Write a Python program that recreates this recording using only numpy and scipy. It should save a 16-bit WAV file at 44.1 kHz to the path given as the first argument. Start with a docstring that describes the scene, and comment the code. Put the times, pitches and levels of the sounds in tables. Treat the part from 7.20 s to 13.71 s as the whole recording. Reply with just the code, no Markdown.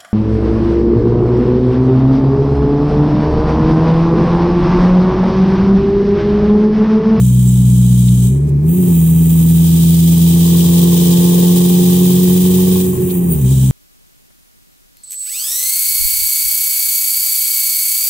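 """A turbocharged four-cylinder car with an open exhaust, heard from the cabin on the road.
Firing harmonics drone through the cabin over boom, tyre and wind noise; uneven pulses rasp in the pipe.
After a second the driver lifts: drone and intake sag, the pipe burbles, and the revs jump as power returns.
The revs climb under load while intake air hisses and rushes and the ducts sing with boost.
Near the end the driver lifts again to change gear, the revs drop and two sharp spits of air escape."""
import sys
import numpy as np
from scipy import signal
from scipy.fft import rfft, irfft, next_fast_len
from scipy.io import wavfile

SR = 44100
rng = np.random.default_rng(int(sys.argv[2]) if len(sys.argv) > 2 else 0)


def pcm_store(signal):
    """Save signal as 16-bit PCM."""
    levels = np.round(np.clip(np.atleast_2d(signal), -1, 1) * 32767)
    wavfile.write(sys.argv[1], SR, levels.astype(np.int16).T)


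N = 287091
TIME = np.arange(N) / SR
SIDES = np.array([[1], [-1]])   # left, right

# engine load, as the level of the rasp in the pipe: start_s, level_db
LOAD = [(0.0, -50.5), (1.3, -52.5), (1.6, -40.5), (2.3, -39), (2.85, -40), (3.45, -29), (4.1, -25.5),
        (5.0, -30.5), (5.55, -29.5), (5.7, -35), (6.15, -37), (6.51, -47)]
# pedal eased, timed half-way through each movement: start_s, end_s, drone_loss_db, burble_db
LIFTS = [(1.055, 1.46, 3.5, -28.5), (1.5, 1.745, 1.5, -29.5), (5.628, 6.177, 7, -29)]
# combustion stumbles as the throttle moves; the drone drops out and the cabin booms:
# centre_s, length_s, share_lost, boom_db
STUMBLES = [(1.287, .01, 1, -25), (1.544, 0.0054, 0.19, -28), (1.663, 0.033, .1, -20.5),
            (5.775, 0.038, 0.82, -17), (6.134, 0.022, 0.51, -20), (6.277, 0.048, .05, -25.5)]
REFERENCE_LOAD_DB = -28


def from_db(db):
    """Decibels to gain."""
    return 10 ** (np.asarray(db) / 20)


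def rms_one(x):
    """Scale to unit power."""
    return x / np.sqrt(np.mean(x ** 2) + 1e-20)


def in_time(rows):
    """Each column of a curve, at every sample."""
    s, *columns = np.transpose(rows)
    return [np.interp(TIME, s, c) for c in columns]


def over_hz(points, hz, column=1):
    """A column of a frequency table, interpolated over log frequency."""
    table = np.array(points)
    return np.interp(np.log(np.maximum(hz, 1)), np.log(table[:, 0]), table[:, column])


def drift(corner_hz):
    """Smooth random motion of spread 1: two-pole filtered noise, drawn every 40 samples."""
    step, settle = 40, 2000
    r = np.exp(-2 * np.pi * corner_hz * step / SR)
    raw = rng.standard_normal(N // step + settle + 2)
    slow = signal.lfilter([1], [1, -2 * r, r * r], raw)[settle:]
    return np.interp(np.arange(N) / step, np.arange(len(slow)), rms_one(slow))


def noise(spectrum, resonances=()):
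    """Stereo noise of a given colour, lifted at resonances, alike in both ears in the bass."""
    # diffuse sound at the two ears: pitch_hz, likeness, left_right_db
    likeness = [(60, .99, 0), (180, .92, 0), (380, .55, -3), (650, .1, 1), (3000, 0, 0), (7500, -.05, -2.5),
                (10500, -.05, -1), (14000, 0, 3.2)]
    size = next_fast_len(N, real=True)
    hz = np.arange(size // 2 + 1) * SR / size
    mid, side = rfft(rng.standard_normal((2, size)))
    alike = np.clip(over_hz(likeness, hz), -1, 1)
    ears = np.sqrt(1 + alike) * mid + np.sqrt(1 - alike) * side * SIDES
    colour_db = over_hz(spectrum, hz)
    for centre_hz, width_hz, lift_db in resonances:
        colour_db = colour_db + lift_db / (1 + (2 * (hz - centre_hz) / width_hz) ** 2)
    balance_db = SIDES * over_hz(likeness, hz, column=2) / 2
    return rms_one(irfft(ears * from_db(colour_db + balance_db), size)[:, :N])


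def resonate(x, hz, width_hz):
    """A two-pole resonance with gain 1 on top."""
    r = np.exp(-np.pi * width_hz / SR)
    zeros = np.array([1, 0, -1]) * (1 - r * r) / 2
    poles = [1, -2 * r * np.cos(2 * np.pi * hz / SR), r * r]
    return signal.lfilter(zeros, poles, x + 1e-18)


def body(x, modes):
    """Parallel resonances of alternating sign, each with its own strength at the two ears."""
    out = 0
    for k, (hz, width_hz, left_db, right_db) in enumerate(modes):
        out = out + (-1) ** k * from_db([[left_db], [right_db]]) * resonate(x, hz, width_hz)
    return rms_one(out)


def band(x, low_hz, high_hz):
    """Steep band-pass."""
    sos = signal.butter(N=5, Wn=[low_hz, high_hz], btype="band", fs=SR, output="sos")
    return signal.sosfilt(sos, x)


def lifted(start_s, end_s):
    """How far the pedal is eased during one lift, 0 to 1."""
    pedal_s = 0.3   # time for a full movement
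    return np.clip(np.minimum(TIME - start_s, end_s - TIME) / pedal_s + .5, 0, 1)


def swell(centre_s, length_s):
    """A smooth bump of height 1."""
    return np.exp(-((TIME - centre_s) / length_s) ** 2)


def with_load(load_db, reference_db, db_per_db):
    """Gain of a layer that follows engine load, given its level at the reference load."""
    return from_db(reference_db + db_per_db * (load_db - REFERENCE_LOAD_DB))


def late_left(x, lag_s):
    """The pipe's sound reaches the left ear a little later."""
    return np.array([np.interp(TIME - lag_s, TIME, x[0]), x[1]])


def reflected(x):
    """Hard surfaces close by ripple the spectrum, differently at each ear."""
    # first reflections off glass and dashboard: left_delay_s, right_delay_s, gain
    reflections = [(.0021, .0033, .28), (.0052, .0043, -.26), (.0079, .0094, .24), (.0127, .0113, .2)]
    out = x.copy()
    for left_s, right_s, gain in reflections:
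        out += gain * np.array([np.interp(TIME - s, TIME, ear) for s, ear in zip((left_s, right_s), x)])
    return out


def drone(firing_count, firings_per_s):
    """The lowest firing harmonics sweep the cabin's resonances as near-pure tones, throbbing per cycle."""
    # firing harmonics 1 to 4: level_db at reference load, db_per_db of load, flutter_share of height,
    # sag_share in lifts, dropout_share in stumbles
    harmonics = [(0, 0, 0.035, 0.27, 0.17), (0, 0, 0.032, 0.83, 1), (-3, 0, 0.14, 0.35, 0.38),
                 (-1, 0.17, 0.12, 0.26, .1)]
    # cabin answer to a firing harmonic: pitch_hz, gain_db
    cabin_gain = [(60, -21), (83.5, -21.5), (86, -25), (88.8, -37), (91.5, -26), (122, -9), (145, -9.3),
                  (168, -8.2), (185, -10.2), (197, -18.5), (212, -26), (250, -26.5), (275, -26.5),
                  (290, -39), (330, -31.5), (345, -23), (362, -18.5), (370, -19)]
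    # standing waves in the cabin: pitch_hz, left_right_db, left_lead_rad
    standing_waves = [(63, 0.5, .05), (85, -1.8, 0.24), (120, 0.6, -0.041), (163, -0.1, 0.2),
                      (193, -0.5, 0.26), (254, 3.5, 0.9), (290, 5, 1.8), (332, -8, 1.6), (342, -5, -0.97),
                      (362, -3, -0.38)]
    lift_flutter = 0.096   # extra with the pedal eased
    cycle_throb, half_cycle_throb = 0.048, 0.015   # shares of the drone's height

    load_db, = in_time(LOAD)
    eased = sum(lifted(start_s, end_s) for start_s, end_s, _, _ in LIFTS)
    sag_db = sum(loss_db * lifted(start_s, end_s) for start_s, end_s, loss_db, _ in LIFTS)
    lost = sum(share * swell(s, length_s) for s, length_s, share, _ in STUMBLES)
    firing = np.clip(1 - lost, .05, 1)
    out = 0
    for multiple, (level_db, db_per_db, flutter, sag, dropout) in enumerate(harmonics, 1):
        hz = multiple * firings_per_s
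        height = with_load(load_db, level_db, db_per_db) * firing ** dropout
        height = height * from_db(over_hz(cabin_gain, hz) - sag * sag_db)
        # as its pitch moves, each tone meets other standing waves and leans to one ear
        balance = from_db(SIDES * over_hz(standing_waves, hz) / 2)
        ears = balance * np.exp(.5j * SIDES * over_hz(standing_waves, hz, column=2))
        ears = ears / np.abs(ears.mean(axis=0))
        unsteady = (flutter + lift_flutter * eased) * (drift(18) + 1j * drift(18))
        tone = np.exp(2j * np.pi * multiple * firing_count) * (1 + unsteady)
        polarity = 1 if multiple > 1 else -1   # the fundamental lies below the cabin's boom resonance
        out = out + polarity * np.sqrt(2) * height * np.imag(tone * ears)
    throb = cycle_throb * np.sin(np.pi * firing_count / 2)   # four firings per cycle
    throb += half_cycle_throb * np.sin(np.pi * firing_count)
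    return out * (1 + throb)


def firing_pulses(firing_count, scatter_db, jitter):
    """One pulse per firing; the cylinders differ, and no two firings are quite alike."""
    # cylinders in firing order: level_db, lateness_intervals
    cylinders = [(0, 0.0), (-14, .008), (-4, .003), (-11, .01)]
    number = np.arange(int(firing_count[-1]))
    level_db, late = np.array(cylinders)[number % len(cylinders)].T
    chance = rng.standard_normal((len(number), 2))
    at = np.interp(number + late + jitter * chance[:, 0], firing_count, np.arange(N)).astype(int)
    pulses = np.zeros(N)
    pulses[at] = from_db(level_db + scatter_db * chance[:, 1])
    return pulses


def exhaust(firing_count):
    """Pulses ring the pipe; gas puffs out with each; unsteady burning booms and burbles."""
    # resonances of pipe and open end: pitch_hz, width_hz, left_db, right_db
    pipe_modes = [(382, 90, 3.5, -11), (452.3, 33.5, 4, 11.5), (480, 24.8, 7, 9), (532, 41.5, -6, -11.5)]
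    tailpipe_modes = [(652, 17, -15.5, 2), (802, 7.3, 7.5, 9), (868.5, 31, 7, 3.5), (987, 22, -10.5, 0),
                      (1037, 44, 4.5, 4.5), (1113, 52, -4, 2.5), (1670, 33, -3, -16.5),
                      (1895, 34, -27.5, -1.5), (2460, 90, -16.5, -33.5)]
    # noise spectra: pitch_hz, density_db
    boom_colour = [(20, -41), (45, -20), (80, -8.5), (105, -11.5), (140, 5), (175, -5), (215, -12),
                   (280, -18.5), (340, -46.5)]
    burble_colour = [(200, -29), (250, -26.5), (310, 2), (385, 6.5), (430, -1), (500, -22), (600, -8.5),
                     (800, -49)]
    rasp_gas, bark_gas = 0.34, 0.52   # turbulent gas against the pulses
    puff_decay_s = .004
    boom_spread = 2.3   # a boom lasts this many times its stumble
    cough_db = -7.5   # burble of a stumble against its boom

    load_db, = in_time(LOAD)
    pulses = firing_pulses(firing_count, scatter_db=1.2, jitter=.004)
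    puff_shape = signal.lfilter([1], [1, -np.exp(-1 / (puff_decay_s * SR))], pulses)
    puffs = rms_one(puff_shape * rng.standard_normal((2, N)))

    in_pipe = body(rms_one(pulses) + rasp_gas * puffs, pipe_modes)
    rasp = rms_one(band(in_pipe, low_hz=375, high_hz=850))
    # at the open end the pulses are more even and the gas more turbulent
    at_end = body(rms_one(np.sqrt(pulses)) + bark_gas * puffs, tailpipe_modes)
    bark = rms_one(band(at_end, low_hz=600, high_hz=2900))
    pipe = from_db(load_db) * late_left(rasp, lag_s=0.00034)
    pipe += with_load(load_db, reference_db=-36, db_per_db=0.67) * late_left(bark, lag_s=0.00031)

    stumbling = sum(from_db(boom_db) * swell(s, boom_spread * length_s)
                    for s, length_s, _, boom_db in STUMBLES)
    boom_gain = np.hypot(with_load(load_db, reference_db=-23.5, db_per_db=.27), stumbling)
    boom = boom_gain * noise(boom_colour)

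    # the pipe's main ring, heard most with the throttle moving
    ringing = rms_one(band(resonate(pulses, hz=382, width_hz=25), low_hz=230, high_hz=450))
    overrun = sum(from_db(burble_db) * lifted(start_s, end_s) for start_s, end_s, _, burble_db in LIFTS)
    coughs = from_db(cough_db) * stumbling
    steady = with_load(load_db, reference_db=-30.5, db_per_db=0.63)
    burble_gain = np.sqrt(steady ** 2 + overrun ** 2 + coughs ** 2)
    burble = burble_gain * (0.56 * ringing + 0.78 * noise(burble_colour))
    return pipe + boom + burble


def turbo(firing_count, firings_per_s):
    """Intake air hisses, pulsing with the valves, and rushes at full flow; ducts sing at fixed pitches."""
    # airflow: start_s, hiss_db, whistle_db (all layers then pulse)
    airflow = [(0.0, -32, -33.5), (0.7, -30.5, -36), (1.07, -31, -37), (1.22, -48.5, -65),
               (1.295, -54, -56), (1.36, -75, -83), (1.49, -40, -28), (1.7, -33.5, -26.5),
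               (1.9, -34.5, -26), (2.5, -29.5, -24), (3.7, -28, -22), (5.6, -29.5, -22), (5.78, -37, -31),
               (5.92, -36, -23.5), (6.04, -41.5, -30), (6.15, -39, -26.5), (6.28, -30.5, -31.5)]
    # noise spectra: pitch_hz, density_db
    hiss_colour = [(1500, -20), (2200, -36.5), (2450, -9), (2650, -23), (3150, 0.5), (3400, -10.5),
                   (3900, -3.5), (4200, -59), (4750, -82), (5800, -5), (6650, -3), (7700, 4), (9500, 1),
                   (11300, -7), (16000, -8)]
    rush_colour = [(800, 2), (1400, -26.5), (2200, -9), (2700, -5.5), (3050, 8.5), (3900, 7.5), (4150, 4),
                   (4350, 2), (5000, 4.5), (5800, 3), (7000, 4), (10000, -13.5)]
    whistle_colour = [(2000, -15.5), (2750, -7), (3100, -12), (3700, -23.5), (4200, -34), (5400, -35),
                      (7000, -16), (8500, -6.5), (9300, 1.5), (11000, -7.5), (12400, 0), (13400, 3),
                      (14200, -4.5), (15000, 8), (16000, -0.5)]
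    # intake duct resonances: pitch_hz, width_hz, lift_db
    ducts = [(2450, 130, 5), (3130, 250, 4), (8990, 170, 6), (9530, 250, 4), (12160, 70, 7), (12440, 80, 6),
             (12830, 80, 7), (13120, 100, 3), (15220, 140, 8), (15630, 200, 4)]
    # lower rush: level at the reference hiss and speed, and how it follows them
    rush_reference_db, rush_db_per_hiss_db, rush_db_per_octave = -33, 3.2, 10.5
    reference_hiss_db, reference_firings_per_s = -29.5, 86

    hiss_db, whistle_db = in_time(airflow)
    rush_db = rush_reference_db + rush_db_per_hiss_db * (hiss_db - reference_hiss_db)
    rush_db = rush_db + rush_db_per_octave * np.log2(firings_per_s / reference_firings_per_s)
    hiss = from_db(hiss_db) * noise(hiss_colour)
    rush = from_db(rush_db) * noise(rush_colour)
    whistle = from_db(whistle_db + .5 * drift(33)) * noise(whistle_colour, ducts)
    pulsing_db = 1.0 * np.sin(2 * np.pi * firing_count)   # per firing
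    pulsing_db += 0.37 * np.sin(np.pi * firing_count / 2)   # per engine cycle
    pulsing_db += 0.97 * drift(31)
    return (reflected(hiss + rush) + whistle) * from_db(pulsing_db)


def road():
    """Steady tyre and wind noise, strongest in the bass and low mids."""
    # noise spectrum: pitch_hz, density_db
    road_colour = [(20, -1.5), (60, -4), (200, 10.5), (400, 0.5), (600, -15), (1000, -17.5), (1500, -25.5),
                   (2200, -24.5), (2480, -20), (2800, -46.5), (5000, -50), (16000, -61)]
    return from_db(-31) * noise(road_colour)


def spits():
    """Short spits of air: noise through two equal resonances, under a brief bump."""
    # spits: centre_s, pitch_hz, width_hz, length_s, level_db
    spit_table = [(0.288, 7730, 500, 0.018, -26), (0.887, 3470, 1500, 0.0078, -31),
                  (1.294, 9000, 5040, .011, -45), (3.41, 3020, 400, 0.0043, -24),
                  (5.908, 3520, 2000, 0.012, -35), (6.123, 9000, 450, 0.028, -25),
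                  (6.127, 15200, 1200, 0.032, -19)]
    out = np.zeros((2, N))
    for centre_s, hz, width_hz, length_s, level_db in spit_table:
        once = resonate(rng.standard_normal((2, N)), hz, width_hz)
        air = rms_one(resonate(once, hz, width_hz))
        out += from_db(level_db) * air / (1 + ((TIME - centre_s) / length_s) ** 2) ** 2
    return out


def scene():
    """Engine speed drives the drone, the exhaust and the intake, over tyre and wind noise."""
    # engine speed: start_s, firings_per_s
    speed = [(0.0, 62.5), (1.07, 61.1), (1.15, 68.4), (1.23, 72.0), (1.38, 70.3), (1.58, 92.0), (1.8, 82.2),
             (2.84, 83.7), (4.55, 89.0), (5.55, 92.0), (5.84, 91.7), (6.04, 88.0), (6.12, 84.0),
             (6.25, 62.5), (6.32, 67.5), (6.38, 65.4), (6.51, 65.6)]
    firings_per_s, = in_time(speed)
    firing_count = np.cumsum(firings_per_s) / SR
    engine = drone(firing_count, firings_per_s) + exhaust(firing_count)
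    return engine + turbo(firing_count, firings_per_s) + road() + spits()


def record(dry):
    """Peaks stop at full scale and the top is cut."""
    cutoff_hz = 15750
    sos = signal.ellip(12, .1, 90, cutoff_hz, fs=SR, output="sos")   # ripple and stop-band in dB
    return signal.sosfilt(sos, np.clip(dry, -1, 1))


dry = scene()
out = record(dry)
pcm_store(out)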